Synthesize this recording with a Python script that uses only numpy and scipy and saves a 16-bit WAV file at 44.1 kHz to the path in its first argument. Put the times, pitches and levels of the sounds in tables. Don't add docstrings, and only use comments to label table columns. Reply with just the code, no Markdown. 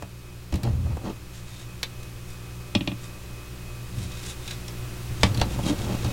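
import sys
import numpy as np
from scipy import signal
from scipy.fft import rfft, irfft
from scipy.io import wavfile

SR = 44100
rng = np.random.default_rng(int(sys.argv[2]) if len(sys.argv) > 2 else 0)


def master_out(mix):
    frames = np.transpose(np.atleast_2d(mix))
    ceiling = np.clip(frames, -1, 1)
    pcm = np.round(ceiling * 32767).astype(np.int16)
    wavfile.write(sys.argv[1], SR, pcm)


N = 270200

# (frequency [Hz], relative density [dB])
ROOM_TONE = [(20, 1), (35, -7), (60, -6.5), (85, -7), (120, 1.5), (150, -16.5), (185, -8.5), (230, -21.5),
             (370, -13.5), (470, -23), (1200, -23), (1900, -25.5), (2550, -24.5), (3200, -26.5),
             (7000, -30), (16000, -35.5)]
# (time [s], base level [dB])
BED_SWELL = [(0, -54), (1.2, -52.5), (2, -51), (3.5, -50), (4.8, -47), (6.13, -44)]
HUM_HARMONICS = [5.5, 8, -1.5, -12.5, -9, -7, -17.5, -29.5, -15.5]
# (frequency [Hz], relative level [dB], phase waver [rad])
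WHINE_PARTIALS = [(495, -12, .5), (592, -13, 1.2), (1043, -18, 1), (1172, -12, 1), (1297, -15, 1.5),
                  (2462, -18, 1), (2536, -7, 2.5)]
# (time [s], base level [dB])
WHINE_SWELL = [(0, -57.5), (1, -55.5), (2, -52.5), (2.7, -50.5), (3.4, -50), (3.9, -51), (4.6, -50.5),
               (6.13, -52)]

# (frequency [Hz], relative level [dB], t60 before sustain scaling [s])
TABLE_MODES = [(71, 11, 0.12), (102, 5.5, 0.22), (119.6, 3.5, 0.088), (189, 3.5, 0.11), (230, -1, 0.091),
               (287.5, 0, 0.17), (387, -2.5, 0.031)]
# (frequency [Hz], relative level [dB], t60 before sustain scaling [s])
SPRUE_MODES = [(552, -6, .07), (742, -3, .08), (835, -7, .09), (986, -1, .07), (1090, -4, .06),
               (1158, -3, .06), (1635, 1, .08), (1861, -2, .08), (2283, -2, .07), (2640, -3, .07),
               (2890, -4, .07), (3117, -3, .07), (3328, -3, .06), (3590, -2, .07), (3925, 0, .08),
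               (4025, -3, .07), (4740, -6, .05), (5430, -5, .06), (5760, -7, .05), (6450, -9, .05),
               (6850, -8, .05)]
# (time [s], thud [dB], hollow [dB], ring [dB], touched spot [Hz])
TAPS = [(0.0232, -35.5, -39, -50.5, 2460), (0.5245, -23, -40.5, -46, 3020), (0.54, -20, -45, -43.5, 2670),
        (0.9692, -33, -39.5, -65, 2500), (5.2326, -15, -21, -19.5, 2500), (5.3742, -24, -57, -38, 4200),
        (5.4141, -19.5, -25, -28, 4300), (5.589, -27, -35.5, -61, 2280), (6.046, -26, -39, -41.5, 4200)]

# (start [s], length [s], rumble [dB], scuff [dB])
SHIFTS = [(0.554, 0.024, -28.5, -37.5), (0.642, 0.032, -39.5, -33), (0.912, 0.014, -32, -42.5),
          (1.051, 0.049, -56, -31), (3.982, 0.078, -32, -45.5), (5.113, 0.094, -36.5, -63),
          (5.252, 0.21, -28, -35), (5.497, 0.1, -31.5, -38.5), (5.655, 0.074, -42, -30.5),
          (5.791, 0.062, -30.5, -37), (5.887, 0.064, -43, -29.5), (6.038, 0.072, -35, -32)]
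# (frequency [Hz], relative density [dB])
RUMBLE = [(30, -9), (55, 15), (80, 16), (125, 17), (190, 1.5), (300, -6.5), (450, -39)]
# (frequency [Hz], relative density [dB])
SCUFF = [(150, 5), (200, 12.5), (320, 5.5), (440, 1.5), (540, 4), (660, -3), (820, -3), (1200, -8.5),
         (1800, -19.5), (3500, -59)]
# (frequency [Hz], relative density [dB])
RUSTLE = [(900, -13), (1800, -1.5), (2900, 0.5), (3700, 0), (4400, -2), (5600, -4), (6900, -4),
          (12000, -40)]
# (time [s], ring [dB], touched spot [Hz], rise [s])
CLICKS = [(0.5557, -47, 4220, .0007), (0.6327, -41.5, 4400, 0.00046), (1.8302, -28.5, 3730, 0.00042),
          (2.029, -53, 3840, .003), (4.4751, -39, 3650, 0.0034), (4.508, -37, 3680, 0.0017),
          (4.6797, -42, 5570, 0.0018), (5.344, -39.5, 4500, .002), (5.3964, -38, 4200, 0.0016)]
# (time [s], slip rate [1/s], base level [dB])
DRAGS = [
    [(.645, 125, -31.5), (.69, 117, -24.5), (.735, 70, -26), (.82, 90, -27), (.865, 74, -22),
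     (.892, 92, -29), (.908, 128, -24), (.93, 73, -35), (.965, 83, -27)],
    [(5.64, 200, -30), (5.685, 154, -27.5), (5.7, 294, -27.5), (5.715, 293, -19.5), (5.745, 300, -40)],
]

# (start [s], length [s], base rustle [dB], base hiss [dB], runner pitch [Hz])
BRUSHES = [(1.065, 0.043, -53, -64, 2550), (1.345, 0.039, -50, -52, 3500), (1.482, 0.14, -49, -55.5, 3650),
           (2.275, 0.053, -56, -51, 3680), (3.038, 0.017, -50, -48.5, 3650),
           (3.988, .055, -44.5, -46.5, 4030), (4.11, 0.088, -45.5, -53, 3550),
           (4.237, 0.074, -42, -42.5, 3470), (4.434, 0.1, -46, -51.5, 3580), (5.213, 0.067, -41, -48, 3400),
           (5.51, 0.035, -44, -50, 3520), (5.654, 0.039, -33, -41.5, 3230),
           (5.788, 0.061, -42.5, -50, 3370), (5.91, 0.24, -43.5, -56, 2550)]
# (frequency [Hz], relative density [dB])
SKIN_HISS = [(3000, -12.5), (5500, -2.5), (7200, 1), (10000, 0.5), (15500, -19)]
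# (time [s], table thud [dB], base clack level [dB])
BOUNCES = [(2.7509, -19, -27.5), (2.8079, -25.5, -38.5), (2.8749, -26, -33.5), (2.9167, -34, -42.5)]
# (frequency [Hz], relative level [dB], t60 before sustain scaling [s])
KNOCK_MODES = [(585, -4, .08), (856, -10, .05), (975, -13, .04), (1167, -13, .08), (1858, -14, .09),
               (2255, -19, .08), (2445, -5, .08), (2680, -8, .05), (2960, -5, .07), (3325, -2, .06),
               (3480, -6, .07), (3660, -4, .05), (3910, -4, .05), (4272, -9, .07), (4555, -12, .08),
               (5210, -13, .07), (5780, -12, .07)]

TIME = np.arange(N) / SR
HIT_TIME = np.arange(int(.4 * SR)) / SR


def from_db(db):
    return 10 ** (np.asarray(db) / 20)


def rms_one(x):
    return x / np.sqrt(np.mean(x ** 2) + 1e-20)


def punch_one(x):
    return x / np.sqrt(np.sum(x ** 2) / (.02 * SR) + 1e-20)


def band(x, low_hz, high_hz, order=2):
    sos = signal.butter(order, [low_hz, min(high_hz, .45 * SR)], "band", fs=SR, output="sos")
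    return signal.sosfilt(sos, x)


def resonance(x, hz, width_hz):
    r = np.exp(-np.pi * width_hz / SR)
    feedback = [1, -2 * r * np.cos(2 * np.pi * hz / SR), r * r]
    return signal.lfilter(np.array([1, 0, -1]) * (1 - r * r) / 2, feedback, x)


def coloured(x, spectrum):
    knots_hz, db = np.transpose(spectrum)
    hz = np.fft.rfftfreq(N, 1 / SR)
    eq_db = np.interp(np.log(hz + 1e-9), np.log(knots_hz), db)
    return rms_one(irfft(rfft(x) * from_db(eq_db), N))


def curve(rows, column):
    return np.interp(TIME, np.array(rows)[:, 0], np.array(rows)[:, column])


def stroke(rows, fade_s=.011):
    inside_s = np.minimum(TIME - rows[0][0], rows[-1][0] - TIME)
    return from_db(curve(rows, column=2)) * np.clip(1 + inside_s / fade_s, 0, 1)


def envelope(start_s, length_s, attack_s, release_s, growth_db=0):
    t = TIME - start_s
    outside = np.maximum(-t / attack_s, 0) + np.maximum((t - length_s) / release_s, 0)
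    return np.exp(-np.minimum(outside, 20)) * from_db(growth_db * (np.clip(t / length_s, 0, 1) - 1.5))


def drift(rate_hz, size=8192):
    hz = np.fft.rfftfreq(size, N / SR / size)
    slow = rms_one(irfft(rfft(rng.standard_normal(size)) / (1 + (hz / rate_hz) ** 2), size))
    return np.interp(np.arange(N) * size / N, np.arange(size), slow)


def add(out, start_s, sound):
    start = max(round(start_s * SR), 0)
    out[start:start + len(sound)] += sound[:N - start]


def motor_and_room_tone(mains_hz=60, air_db=9.5, hum_waver_rad=.12, whine_swing_db=2.5):
    turn = 2 * np.pi * TIME
    hum = sum(from_db(db) * np.sin(k * mains_hz * turn + rng.uniform(0, 2 * np.pi)
                                   + hum_waver_rad * drift(10))
              for k, db in enumerate(HUM_HARMONICS, start=1))
    whine = sum(from_db(db) * np.sin(hz * turn + waver * drift(3)) for hz, db, waver in WHINE_PARTIALS)
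    steady = np.sqrt(2) * hum + from_db(air_db) * coloured(rng.standard_normal(N), ROOM_TONE)
    whine_gain = np.sqrt(2) * from_db(curve(WHINE_SWELL, column=1) + whine_swing_db * drift(7.9))
    return from_db(curve(BED_SWELL, column=1)) * steady + whine_gain * whine


def ringing(modes, spread_db, sustain):
    hz, db, t60 = np.transpose(modes)[:, :, None]
    polarity = (-1) ** np.arange(len(hz))[:, None]
    gains = polarity * from_db(db + spread_db * rng.standard_normal(hz.shape))
    decay = from_db(-60 * HIT_TIME / (sustain * t60))
    return punch_one(np.sum(gains * decay * np.sin(2 * np.pi * hz * HIT_TIME), axis=0))


def crack(t60, snap=0):
    burst = punch_one(rng.standard_normal(len(HIT_TIME)) * from_db(-60 * HIT_TIME / t60))
    return burst - snap * punch_one(1. * (HIT_TIME == 0))


def first_snap(bright_hz):
    pulse = band(band(1. * (HIT_TIME == 0), 730, bright_hz, order=1), 230, 10400)
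    return pulse / np.max(pulse)


def contact(thud_db, hollow_db, ring_db, spot_hz, rise_s, spot_gain, top_db):
    press = 1 - np.exp(-HIT_TIME / rise_s)
    hardness = np.exp(-(rise_s / .0014) ** 2)
    frame = from_db(-8.5) * ringing(SPRUE_MODES, spread_db=3, sustain=.86)
    frame += punch_one(band(crack(t60=.042, snap=.32), 190, 7100, order=1))
    touched = frame + spot_gain * resonance(frame, spot_hz, width_hz=350)
    tick_db = -47.5 + .4 * (ring_db + 39)
    sound = from_db(thud_db) * ringing(TABLE_MODES, spread_db=1, sustain=.98)
    sound += from_db(hollow_db) * punch_one(band(press * frame, 380, 974))
    sound -= from_db(ring_db) * punch_one(band(press * touched, 1670, 6100))
    sound += from_db(tick_db) * punch_one(band(press * crack(t60=.025), 5800, 9100, order=1))
    sound += from_db(tick_db + top_db) * hardness * punch_one(band(press * crack(t60=.03), 6000, 17600))
    return sound - from_db(ring_db + 15) * hardness * first_snap(bright_hz=5000)


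def taps():
    out = np.zeros(N)
    for s, thud_db, hollow_db, ring_db, spot_hz in TAPS:
        add(out, s, contact(thud_db, hollow_db, ring_db, spot_hz, .00017, spot_gain=1.3, top_db=-24))
    return out


def friction(per_s, spread_db):
    return (rng.random(N) < per_s / SR) * rng.standard_normal(N) * from_db(spread_db * drift(94))


def frame_rustle(catches, ring_gain=.36):
    modes = ringing(SPRUE_MODES, spread_db=5, sustain=.42)
    ring = rms_one(signal.fftconvolve(catches, modes)[:N])
    return coloured(rms_one(catches) + ring_gain * ring, RUSTLE)


def shifts(drag_rumble_db=-7, drag_scuff_db=-18.5, rustle_db=-17.5):
    dragging = sum(stroke(rows) for rows in DRAGS)
    rumble, scuff = from_db(drag_rumble_db) * dragging, from_db(drag_scuff_db) * dragging
    for s, length_s, rumble_db, scuff_db in SHIFTS:
        push = envelope(s, length_s, attack_s=.021, release_s=.015)
        rumble += from_db(rumble_db) * push
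        scuff += from_db(scuff_db) * push
    out = rumble * coloured(friction(per_s=1000, spread_db=.4), RUMBLE)
    out += scuff * coloured(friction(per_s=6100, spread_db=2.5), SCUFF)
    return out + from_db(rustle_db) * scuff * frame_rustle(friction(per_s=7600, spread_db=4.5))


def clicks():
    out = np.zeros(N)
    for s, ring_db, spot_hz, rise_s in CLICKS:
        thud_db, hollow_db = ring_db - 18, ring_db - 14
        add(out, s, contact(thud_db, hollow_db, ring_db, spot_hz, rise_s, spot_gain=2.4, top_db=1))
    return out


def drags(jitter=.029, trim_db=-.5, flutter_db=3.4, overtone_db=-14.5):
    out = np.zeros(N)
    for rows in DRAGS:
        slip_hz = curve(rows, column=1) * np.exp(jitter * drift(51.7))
        phase = 2 * np.pi * np.cumsum(slip_hz) / SR
        groan = sum(from_db(overtone_db * k) * np.sin((k + 1) * phase) for k in range(3))
        out += rms_one(groan) * stroke(rows) * from_db(trim_db + flutter_db * drift(45))
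    return out


def brushes(squeak_db=-9):
    out = np.zeros(N)
    catches = friction(per_s=7000, spread_db=2)
    frame, skin = frame_rustle(catches), coloured(catches, SKIN_HISS)
    for s, length_s, rustle_db, hiss_db, runner_hz in BRUSHES:
        squeak = from_db(squeak_db) * rms_one(resonance(catches, runner_hz, width_hz=53))
        sound = from_db(rustle_db) * (frame + squeak) + from_db(hiss_db) * skin
        out += envelope(s, length_s, attack_s=.022, release_s=.018, growth_db=3.5) * sound
    return out


def knocks(modes_db=2.5, bite_db=-3.5, body_db=-10, tick_db=-7.5, snap_db=20, octaves_per_db=.065):
    out = np.zeros(N)
    for s, thud_db, clack_db in BOUNCES:
        clack = from_db(modes_db) * ringing(KNOCK_MODES, spread_db=1.2, sustain=.6)
        bite = band(crack(t60=.036, snap=.51), 2600, 2900, order=1)
        clack += from_db(bite_db) * punch_one(band(bite, 1500, 5900))
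        clack += from_db(body_db) * punch_one(band(crack(t60=.052, snap=.4), 640, 1090))
        clack += from_db(tick_db) * punch_one(band(crack(t60=.025), 5600, 9300, order=4))
        clack -= from_db(snap_db) * first_snap(bright_hz=4450)
        edge_hz = 21000 * 2 ** (octaves_per_db * clack_db)
        clack = band(clack, 100, edge_hz, order=3)
        wood = punch_one(band(ringing(TABLE_MODES, spread_db=-2.5, sustain=.46), 156, 440))
        add(out, s, from_db(clack_db) * clack + from_db(thud_db) * wood)
    return out


def room(x, wet_db=-15, t60=.1, predelay_s=.0075):
    decay = from_db(-60 * HIT_TIME / t60) * (HIT_TIME > predelay_s)
    tail = band(rng.standard_normal(len(HIT_TIME)) * decay, 125, 3000, order=1)
    return x + from_db(wet_db) * signal.fftconvolve(x, tail / np.sqrt(np.sum(tail ** 2)))[:N]


def scene():
    handling = taps() + clicks() + knocks() + shifts() + brushes()
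    return (room(handling) + drags() + motor_and_room_tone())[None]


def record(dry):
    return signal.sosfilt(signal.ellip(10, .1, 80, 16000, fs=SR, output="sos"), np.clip(dry, -1, 1))


dry = scene()
out = record(dry)
master_out(out)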